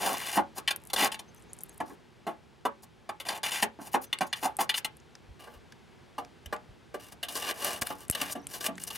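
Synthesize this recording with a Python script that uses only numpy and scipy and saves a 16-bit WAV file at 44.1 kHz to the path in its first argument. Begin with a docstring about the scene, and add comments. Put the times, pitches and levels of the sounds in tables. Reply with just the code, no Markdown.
"""Outdoors, building site: a bent steel rod is worked in the cells of two hollow clay blocks, close up.
Its tip grates over the fired clay and catches on ribs; its shank knocks and chatters on the cell walls.
Each contact rings rod and block. Crumbs tick, chips click, air and crumbs bump the microphone.
Far behind, the site murmurs and a small bird chirps."""
import sys
import numpy as np
from scipy import signal
from scipy.fft import rfft, irfft
from scipy.io import wavfile
from scipy.ndimage import uniform_filter1d

SR = 44100
rng = np.random.default_rng(int(sys.argv[2]) if len(sys.argv) > 2 else 0)


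def inscribe(sig):
    """Save sig as 16-bit PCM at rate SR to the path in sys.argv[1].

    A 1-D sig is mono; a 2-D sig holds one channel per row.
    Samples are clipped to [-1, 1] before scaling.
    """
    pcm = np.round(np.clip(np.atleast_2d(sig).T, -1, 1) * 32767)
    wavfile.write(sys.argv[1], SR, pcm.astype(np.int16))


N = 395577
TIME_S = np.arange(N) / SR
RING_TIME_S = TIME_S[:SR // 4]

# distant site noise (frequency [Hz], relative density [dB])
SITE_SPECTRUM = [(15, -60), (25, -29), (59, -5), (145, -3), (190, -7), (236, -4.5), (277, -11.5), (384, -6),
                 (591, -15.5), (840, -12.5), (1190, -18), (1610, -18), (1890, -19.5), (3250, -22),
                 (16000, -44)]
# its slow swell (time [s], gain [dB])
SITE_SWELL = [(0, 6.8), (1.2, 4.5), (1.6, 6.1), (2.1, 2.8), (3, 2.1), (4, 4.3), (5, 3.9), (6, 4.9),
              (6.8, 4), (8.97, 7.1)]
# bird (time [s], start pitch [Hz], glide [Hz])
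BIRD_CHIRPS = [(1.27, 6240, -72), (1.355, 5980, 358), (1.48, 6360, 440), (1.69, 6420, 140),
               (4.05, 6100, 51), (4.24, 6110, 240), (4.28, 6740, 132), (8.38, 5910, -480),
               (8.415, 5710, 422)]
# low rumbles at the microphone, from air or grit on its housing (time [s], peak [dB], decay [s])
MICROPHONE_RUMBLES = [(0.934, -51, 0.025), (3.624, -44.5, 0.0084), (5.282, -42, 0.022), (5.553, -45, 0.015),
                      (6.456, -37, 0.025), (6.69, -43.5, 0.016)]
# crumbs on the microphone housing (time [s], peak [dB], decay [s])
HOUSING_HITS = [(7.821, -28.5, 0.001), (8.0994, -21.5, 0.0017)]
# dry ticks of crumbs (time [s], level [dB], pitch [Hz], relative body [dB])
CRUMB_TICKS = [(0.7613, -25.5, 10800, -21), (0.872, -35, 9700, -45), (1.423, -47, 8000, -30),
               (1.5324, -26.5, 8800, -43), (1.588, -37, 8600, -36), (1.6074, -38, 8300, -34),
               (1.7785, -40, 10100, -32), (1.635, -26, 11800, -43), (1.6944, -37, 9000, -23),
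               (4.1871, -32.5, 7700, -5.5), (4.568, -25.5, 9700, -28), (4.969, -45, 9500, -23),
               (5.0, -54, 6000, -22), (5.1532, -47, 5000, -1.5), (6.2487, -51, 5750, -0.5),
               (7.646, -17.5, 10900, -17), (7.8706, -20, 10060, -16.5), (8.082, -39, 9000, -22),
               (8.099, -12.5, 9700, -20.5), (8.111, -17.5, 9700, -26), (8.469, -23.5, 8400, -20),
               (8.755, -43, 6430, -11), (8.8375, -23, 8400, -23)]
# dust falling down the cells (start [s], end [s], level [dB])
DUST_TRICKLES = [(0.8, 0.894, -61.5), (1.347, 1.458, -66.5), (1.525, 1.799, -65), (8.411, 8.488, -67),
                 (8.75, 8.8, -63)]
# larger clay chips (time [s], level [dB], pitch [Hz])
CHIP_CLICKS = [(5.722, -49.5, 1600), (6.5635, -51, 1850), (7.821, -31, 1680), (8.78, -43, 1680)]
# steel rod; air and walls of each block (frequency [Hz], width [Hz], level [dB])
ROD_MODES = [(1663, 73, -8), (1965, 71, -7), (2410, 43, -5), (2900, 140, 0), (3540, 63, -2),
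             (4170, 120, -10), (4540, 120, -11), (4930, 250, -10), (5920, 270, -12), (6610, 130, -12),
             (6870, 99, -12), (7810, 110, -14), (8680, 56, -13), (9240, 110, -9), (9580, 77, -10),
             (9930, 270, -11), (11200, 70, -10), (12300, 82, -12)]
FIRST_BLOCK_MODES = [(221, 17, -4), (316, 46, -12), (377, 25, -20), (455, 27, -27), (484, 8, -1),
                     (564, 8.5, 8), (630, 22, -28), (717, 35.7, -25), (800, 8, -6.5), (837.3, 76, 17.5),
                     (875, 39, 19), (1120, 25, -22), (1091, 41, 15), (1260, 38, -25)]
SECOND_BLOCK_MODES = [(186.7, 4.6, 0), (240, 38, -10), (283, 35, 0.5), (477, 29, 6.5), (610, 16, 4.5),
                      (663, 26, 4), (714, 20, 10.8), (753, 8.3, -2), (850, 7.1, 8.5), (950, 41, -20),
                      (1103, 14, 8), (1165, 117, 14.5), (1270, 33, -58)]
# crowd of weaker modes between them (frequency [Hz], level [dB])
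CROWD_SPECTRUM = [(94, -43), (160, -23), (210, -14), (692, -5), (839, -2.5), (960, -4.5), (1330, -11),
                  (1680, -9), (2570, -9.5), (2940, -7), (3300, -12.5), (5440, -20), (9330, -20.5),
                  (12700, -19.5), (16000, -36)]
# registers of block, rod, grit (low [Hz], high [Hz])
REGISTERS_HZ = [(150, 1550), (1400, 5000), (5000, 17000)]
# shank on a wall (time [s], level [dB], hardness [dB], relative bass [dB], bounce [Hz], chatter [s])
SHANK_KNOCKS = [(0.37, -21.5, -14.5, -7, 840, 0.0097), (0.388, -28.5, -15.5, -14, 820, 0.0091),
                (1.022, -31.5, -8, -3, 870, 0.023), (1.802, -31.5, -15, -8.5, 770, 0.0065),
                (1.898, -52.5, -18, 3, 536, 0.0084), (2.267, -32, -14.5, -5.5, 730, 0.019),
                (2.652, -25, -12.5, -10, 1200, 0.0077), (3.091, -34.5, -9, -13.5, 890, .0049),
                (3.625, -28, 1.5, -5, 830, 0.0074), (3.789, -48.5, -21, 2.5, 690, 0.015),
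                (3.941, -23.5, -10.5, -9.5, 944, 0.0083), (4.208, -26, -7.5, -8.5, 870, .011),
                (4.428, -32, -8, -8, 835, 0.027), (4.452, -28, -24, -13, 820, 0.016),
                (4.588, -27, -11, -13, 820, .014), (5.472, -47, -15, -14, 760, .012),
                (6.181, -33, -11.5, -7.5, 840, 0.0098), (6.526, -31, -11.5, -7.5, 696, .009),
                (6.942, -38, -9, -3, 634, 0.0092), (7.903, -35.5, -11.5, -5, 1100, 0.0043),
                (8.213, -36, 2.5, -3.5, 805, 0.0062), (8.352, -41.5, -10, 1.5, 830, 0.014),
                (8.684, -39.5, -13, 1.5, 720, 0.011)]
# tip on a rib (time [s], rod level [dB], extra crushed clay [dB], chatter [s])
RIB_CATCHES = [(0.6764, -24.5, -0.5, 0.0092), (0.707, -29, 2, 0.0052), (0.9, -48, -4, 0.0036),
               (0.9327, -38, 11.5, 0.0049), (0.961, -31, 0, 0.0037), (1.118, -38.5, 1, .0092),
               (1.143, -41, -3.5, 0.0042), (1.192, -46, 0, 0.0044), (3.2, -41.5, -2.5, 0.01),
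               (3.287, -33, 2.5, 0.0033), (3.432, -33.5, 3.5, .013), (3.518, -38, 3, 0.004),
               (4.128, -27.5, -3.5, 0.0029), (4.328, -30, -2.5, 0.0041), (4.693, -25, 0, 0.0073),
               (4.741, -29.5, -8, 0.0078), (4.776, -37, -2.5, 0.0047), (4.846, -32.5, 3, 0.0052),
               (6.459, -48, -6.5, 0.0011), (7.229, -34.5, -1, .011), (7.285, -41, 0.5, 0.011),
               (7.354, -45.5, 9, 0.015), (8.123, -43.5, -4.5, .015), (8.149, -34.5, 2, 0.0047),
               (8.539, -46, 2, 0.019), (8.608, -44, 2.5, 0.0077), (8.903, -43, 0, 0.0074)]
# tip presses harder, then eases off; block, grit and dust are relative to the pressure
# (start [s], rise [s], fall [s], peak pressure [dB], swell [dB], block [dB], grit [dB], dust [dB])
TIP_STROKES = [(0.0, 0.0042, 0.037, -33, 1, 2.5, -3.5, -12), (0.04, 0.027, 0.076, -29, 9, 5, -2.5, -5),
               (0.145, .025, 0.099, -36.5, 2, -6.5, -5.5, -10), (0.263, 0.082, .012, -33.5, 6, -6, -2, -14),
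               (0.352, .012, 0.011, -30, 12, 5.5, 0.5, 2), (0.548, 0.031, .028, -39, 21.5, 3.5, 1, -2),
               (0.968, 0.069, 0.037, -20.5, 10.5, -2.5, -5.5, -12),
               (1.854, 0.0059, .09, -62, 10, 11.5, 4, -3), (2.823, .014, .008, -60, 7.5, 4, 8, 6),
               (3.25, 0.034, 0.098, -36.5, 6, 1, -6, -16), (3.435, .012, 0.054, -31.5, 5.5, -8, -5.5, -17),
               (3.505, 0.041, 0.072, -31, 8, -9, -4, -19), (3.618, .01, 0.0097, -30, 15, -1.5, 7.5, 0),
               (3.8, 0.068, .03, -47.5, 14, 2, 2, -3), (3.915, 0.019, 0.0082, -43.5, 15, -8, 3, 7),
               (4.012, 0.028, .012, -47, 15, -6, 5, 10.5), (4.264, .007, 0.0072, -50, 11, -1, 6, -6),
               (4.35, 0.0074, .04, -40, 17, -7, -1.5, -14), (4.4, 0.048, 0.031, -33, 23.5, 3, 2.5, -3),
               (4.592, 0.017, .035, -31, 15.5, 4, 0, 0), (4.745, 0.034, 0.015, -43, 17, -13, 14, 3),
               (5.393, 0.0089, 0.076, -49, 9, -1, -7, -14), (5.48, 0.065, 0.034, -55.5, 15, 4, -5.5, -7),
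               (6.994, 0.045, 0.064, -52, 4, -6, -2, -12), (7.112, .01, 0.021, -45.5, 23, 1, 1, -12),
               (7.3, 0.072, 0.065, -37, 12, -3.5, 1, -7), (7.415, .08, .03, -29.5, 9.5, -3.5, -6, -17),
               (7.54, .12, .135, -30.5, 18, -1, -2, -14), (7.812, .01, 0.0083, -33, 7, 0.5, 4, -13),
               (7.839, 0.029, 0.068, -40.5, 10, -5, -4, -3), (7.945, .065, 0.044, -52, 9, 0, 0.5, -5),
               (8.165, .06, .085, -36.5, 6, -4.5, -5.5, -10), (8.21, 0.006, 0.012, -36, 21, 3, 10.5, 7),
               (8.306, 0.021, 0.0078, -38, 17, -5, 10, -4), (8.485, 0.068, 0.038, -43.5, 13.5, -3, 3, -5),
               (8.601, 0.068, .012, -30.5, 17.5, -5.5, -0.5, -6), (8.795, 0.05, .012, -46, 10, -8, 3.5, 0),
               (8.866, 0.012, 0.011, -39.5, 10, -6, 5, -7), (8.905, .055, 0.0073, -36.5, 20, -12, -2.5, -2)]
# microphone ports (frequency [Hz], left minus right [dB])
PORT_BALANCE = [(60, -1.5), (110, -2), (200, -1), (380, 0), (700, -0.5), (1290, -0.5), (2380, 3), (4400, 1),
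                (8120, 1), (15000, 6)]

SECOND_BLOCK_FROM_S = 5.1


def undb(db):
    """Decibels to gain."""
    return 10 ** (np.asarray(db) / 20)


def unit(x):
    """Scale to rms 1."""
    return x / np.sqrt(np.mean(x ** 2))


def max_rms(x, samples):
    """Highest rms in a sliding window."""
    return np.sqrt(uniform_filter1d(np.atleast_2d(x).mean(0) ** 2, samples, mode="constant").max())


def decay(t, t60_s):
    """Envelope falling 60 dB in t60_s."""
    return np.exp(-np.log(1000) * t / t60_s)


def band(x, lo_hz, hi_hz, order=2):
    """Causal band-pass."""
    sos = signal.butter(order, [lo_hz, min(hi_hz, SR / 2 - 1)], "band", fs=SR, output="sos")
    return signal.sosfilt(sos, x)


def lookup(points, hz):
    """Interpolate (frequency [Hz], value) points on a log axis."""
    at_hz, value = np.transpose(points)
    return np.interp(np.log(hz + 1), np.log(at_hz), value)


def colour(x, points):
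    """Zero-phase filter through (frequency [Hz], gain [dB]) points."""
    size = x.shape[-1]
    return irfft(rfft(x) * undb(lookup(points, np.fft.rfftfreq(size, 1 / SR))), size)


def add(out, time_s, x):
    """Mix x into out at time_s."""
    start = max(int(time_s * SR), 0)
    out[:, start:start + x.shape[-1]] += x[..., :N - start]


def walk(rate_hz, size=N):
    """Random drift, spread near 1."""
    hold = int(SR / rate_hz)
    knots = size // hold + 2
    return np.interp(np.arange(size) / hold, np.arange(knots), rng.standard_normal(knots))


def grains(size, per_s, spread_db):
    """Tiny random fractures, most weak, a few strong; rms 1."""
    when, strength, sign = rng.random((3, size))
    gain = undb(-spread_db * np.log(np.maximum(strength, .01)))
    return unit((when < per_s / SR) * gain * np.sign(sign - .5))


def site(base_db=-60):
    """Far rumble, wide and wavering, with a hiss that is much alike at both ports."""
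    mid, side = colour(rng.standard_normal((2, N)), SITE_SPECTRUM)
    side = colour(side, [(60, -0.5), (300, -1.5), (1500, -7), (8000, -22)])
    air = unit(mid + side * np.array([[1], [-1]]))
    waver = band(air, 34.05, 400, order=1) * (undb(0.53 * walk(14)) - 1)
    return (air + waver) * undb(base_db + np.interp(TIME_S, *np.transpose(SITE_SWELL)))


def bird(chirp_s=0.043, level_db=-68):
    """Thin whistles, blurred by distance."""
    out, size = np.zeros((2, N)), int(chirp_s * SR)
    for time_s, start_hz, glide_hz in BIRD_CHIRPS:
        hz = np.linspace(start_hz, start_hz + glide_hz, size) * (1 + .03 * walk(700, size))
        whistle = np.hanning(size) * np.sin(2 * np.pi * np.cumsum(hz) / SR)
        add(out, time_s, undb(level_db) * unit(whistle))
    return out


def microphone_bumps():
    """Air and grit bump the microphone in short low rumbles; a crumb on its housing gives one low swing."""
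    out, t = np.zeros((2, N)), RING_TIME_S
    for time_s, peak_db, decay_s in MICROPHONE_RUMBLES:
        rumble = band(rng.standard_normal((2, len(t))) * np.exp(-t / decay_s), 38, 91)
        rumble = rumble + rumble.mean(0)
        add(out, time_s, undb(peak_db) * rumble / np.abs(rumble).max())
    for time_s, peak_db, decay_s in HOUSING_HITS:
        swing = band(np.exp(-t / decay_s), 53, 540)
        add(out, time_s, -undb(peak_db) * swing / np.abs(swing).max())
    return out


def crumbs(snap_s=0.0013, tail_s=0.0061):
    """Crumbs snap, too light to ring the block; dust patters down the cells."""
    out, t = np.zeros((2, N)), RING_TIME_S[:SR // 20]
    for time_s, db, hz, body_db in CRUMB_TICKS:
        snap = rng.standard_normal(len(t)) * (np.exp(-t / snap_s) + undb(-16.5) * np.exp(-t / tail_s))
        tick, body = band(snap, hz * 0.84, hz * 1.22), band(snap, 1170, 6000)
        add(out, time_s, undb(db + 2) * tick / np.abs(tick).max())
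        add(out, time_s, undb(db + body_db) * body / max_rms(body, 220))
    for start_s, end_s, db in DUST_TRICKLES:
        patter = grains(int((end_s - start_s) * SR), per_s=140, spread_db=4)
        add(out, start_s, undb(db) * unit(band(patter, 7500, 14000, order=3)))
    return out


def chips(crack_s=0.003, crack_db=-0.5):
    """A chip cracks and rings briefly at its own pitch."""
    out, t = np.zeros((2, N)), RING_TIME_S[:SR // 20]
    for time_s, db, hz in CHIP_CLICKS:
        crack = band(rng.standard_normal(len(t)) * np.exp(-t / crack_s), 840, 6600)
        ring = band(rng.standard_normal(len(t)), hz * 0.91, hz * 1.3) * decay(t, t60_s=.03)
        click = ring / max_rms(ring, 220) + undb(crack_db) * crack / max_rms(crack, 220)
        add(out, time_s, undb(db) * click)
    return out


def ringing(modes, linger_db, t60_at_1khz_s, t60_exponent):
    """Each mode has a quickly damped part and a ring that lingers, longest in the bass."""
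    t, out = RING_TIME_S, 0
    for hz, width_hz, db in modes:
        held = width_hz * np.exp(-np.pi * width_hz * t)  # rod and clay pressed together
        free = undb(linger_db) * decay(t, t60_at_1khz_s * (1000 / hz) ** t60_exponent) / t60_at_1khz_s
        out = out + undb(db) * (held + free) * np.sin(2 * np.pi * hz * t)
    return unit(out)


def rod_in_block(block_modes, rod_db, crowd_db, crowd_decay_s, yard_db, yard_t60_s, contacts=3):
    """Stereo impulse responses by contact point and register; only weak modes and echoes vary."""
    t, points = RING_TIME_S, []
    block = ringing(block_modes, linger_db=15.5, t60_at_1khz_s=0.15, t60_exponent=0.81)
    rod = ringing(ROD_MODES, linger_db=13, t60_at_1khz_s=0.2, t60_exponent=1.2)
    modes = unit(block + undb(rod_db) * rod)
    for _ in range(contacts):
        shared, *per_port = colour(rng.standard_normal((3, len(t))), CROWD_SPECTRUM)
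        per_port = colour(np.array(per_port), [(300, -3), (700, -9.5), (1200, -19), (2400, -2.5),
                                               (4200, -46), (9000, -22), (13000, 1)])
        crowd = unit((shared + per_port) * np.exp(-t / crowd_decay_s))
        crowd[:, 0] += undb(-12) * np.sqrt(len(t))  # direct sound of the fracture
        # dull tail off the ground and nearby walls
        scatter = colour(rng.standard_normal((2, len(t))),
                         [(200, 2), (900, 8.5), (3000, -0.5), (7000, -35), (15000, -49)])
        yard = unit(scatter * (1 - np.exp(-t / 0.014)) * decay(t, yard_t60_s))
        whole = modes + undb(crowd_db) * crowd + undb(yard_db) * yard
        whole = band(whole, 194, 22000, order=4)  # block too small to radiate deep bass
        points.append([unit(band(whole, lo, hi, order=3)) / np.sqrt(len(t)) for lo, hi in REGISTERS_HZ])
    return points


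def blow(points, levels_db, bounce_hz, bounce_db, chatter_s, rises_s, first_db, contact_hz):
    """First contact, then dying chatter at the bounce pitch; levels and rises per register."""
    t, out = RING_TIME_S[:SR // 10], 0
    for response, db, rise_s in zip(points[rng.integers(len(points))], levels_db, rises_s):
        force = grains(len(t), per_s=8600, spread_db=3) * (1 - np.exp(-t / rise_s))
        force *= np.exp(-t / chatter_s)
        force[0] += undb(first_db) * np.linalg.norm(force)
        force = band(force, *contact_hz) + undb(5) * force  # contact stiffness favours one range
        force = force + undb(bounce_db) * band(force, bounce_hz * 0.86, bounce_hz * 1.001, order=1)
        ring = signal.fftconvolve([force], response, axes=1)
        out = out + undb(db) * ring / max_rms(ring, 882)
    return out


def shank_knocks(blocks, grit_db=-6.5):
    """Dull blows on a wall; harder gives more rod and grit, deeper in the cell more bass."""
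    out = np.zeros((2, N))
    for time_s, db, hard_db, bass_db, bounce_hz, chatter_s in SHANK_KNOCKS:
        points = blocks[int(time_s > SECOND_BLOCK_FROM_S)]
        levels_db = db, db + hard_db, db + hard_db + grit_db
        knock = blow(points, levels_db, bounce_hz, bounce_db=1, chatter_s=chatter_s,
                     rises_s=(.0025, .0012, .002), first_db=-8.5, contact_hz=(200, 2300))
        bass = colour(knock, [(330, 6), (540, -25.5)])
        fade = np.minimum(np.linspace(10, 0, knock.shape[-1]), 1) ** 2
        add(out, time_s, fade * (knock - bass + undb(db + bass_db) * bass / max_rms(bass, 882)))
    return out


def rib_catches(blocks, ordinary_rod_db=-38.5):
    """Bright clinks of the tip; extra force goes mostly to the rod, crushed clay feeds block and grit."""
    out = np.zeros((2, N))
    for time_s, rod_db, crush_db, chatter_s in RIB_CATCHES:
        points = blocks[int(time_s > SECOND_BLOCK_FROM_S)]
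        force_db = rod_db - ordinary_rod_db
        block_db = -45 + 0.41 * force_db + crush_db
        grit_db = -41 + 0.47 * force_db + crush_db
        clink = blow(points, (block_db, rod_db, grit_db), bounce_hz=3330, bounce_db=0.5,
                     chatter_s=chatter_s, rises_s=(.002, .0004, .0006), first_db=-7,
                     contact_hz=(3100, 5200))
        add(out, time_s, clink)
    return out


def tip_scraping(blocks, bite_s=0.0016, lift_s=.004, fleck_db=-11):
    """The tip sticks and slips, crushing showers of grains that ring rod and block."""
    out = np.zeros((2, N))
    flecks = unit(band(grains(N, per_s=110, spread_db=4), 6000, 14500))  # single sand grains bursting
    for start_s, rise_s, fall_s, peak_db, swell_db, block_db, grit_db, dust_db in TIP_STROKES:
        points = blocks[int(start_s > SECOND_BLOCK_FROM_S)]
        t = np.arange(0, rise_s + fall_s + lift_s, 1 / SR)
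        contact = np.clip(np.minimum(t / bite_s, (t[-1] - t) / lift_s), 0, 1)
        easing_db = swell_db * np.interp(t, [0, rise_s, rise_s + fall_s], [1, 0, 1])
        pressure = contact * undb(peak_db - easing_db)
        slips = pressure * unit(undb(2.5 * walk(120.6, len(t))))
        *register_gains, dust_gain = (slips * undb(db - 1.5) for db in (block_db, 0, grit_db, dust_db))
        for responses in points:
            shower = grains(len(t), per_s=1500, spread_db=4.5)
            load = undb(2 * walk(21.2, len(t)))  # wanders between contact points
            force = unit(shower * load) / np.sqrt(len(points))
            for response, gain in zip(responses, register_gains):
                add(out, start_s, signal.fftconvolve([force * gain], response, axes=1))
        dust = np.array([grains(len(t), per_s=9000, spread_db=3) for _ in range(2)])
        add(out, start_s, undb(-2.5) * dust_gain * unit(band(dust, 10400, 15000)))
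        stroke_flecks = np.roll(flecks, -int(start_s * SR))[:len(t)]
        add(out, start_s, pressure * undb(grit_db + fleck_db) * stroke_flecks)
    return out


def scene():
    """Rod in the first block, then the second, over debris and background."""
    blocks = [rod_in_block(FIRST_BLOCK_MODES, rod_db=-0.5, crowd_db=-0.5, crowd_decay_s=0.0071,
                           yard_db=-7, yard_t60_s=0.15),
              rod_in_block(SECOND_BLOCK_MODES, rod_db=-1.5, crowd_db=1, crowd_decay_s=0.0046,
                           yard_db=-7.5, yard_t60_s=0.16)]
    rod = tip_scraping(blocks) + shank_knocks(blocks) + rib_catches(blocks)
    return rod + crumbs() + chips() + microphone_bumps() + bird() + site()


def record(dry):
    """The two ports differ in colour and fall out of phase in the top treble; the top is cut."""
    hz = np.fft.rfftfreq(N, 1 / SR)
    lean = undb(lookup(PORT_BALANCE, hz) / 2)
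    phase_rad = lookup([(9000, 0.1432), (12000, 0.5), (13800, 4)], hz)
    ports = irfft(rfft(dry) * np.array([lean, np.exp(1j * phase_rad) / lean]), N)
    low_pass = signal.ellip(8, .2, 70, 15900, fs=SR, output="sos")
    return signal.sosfilt(low_pass, ports)


dry = scene()
out = record(dry)
inscribe(out)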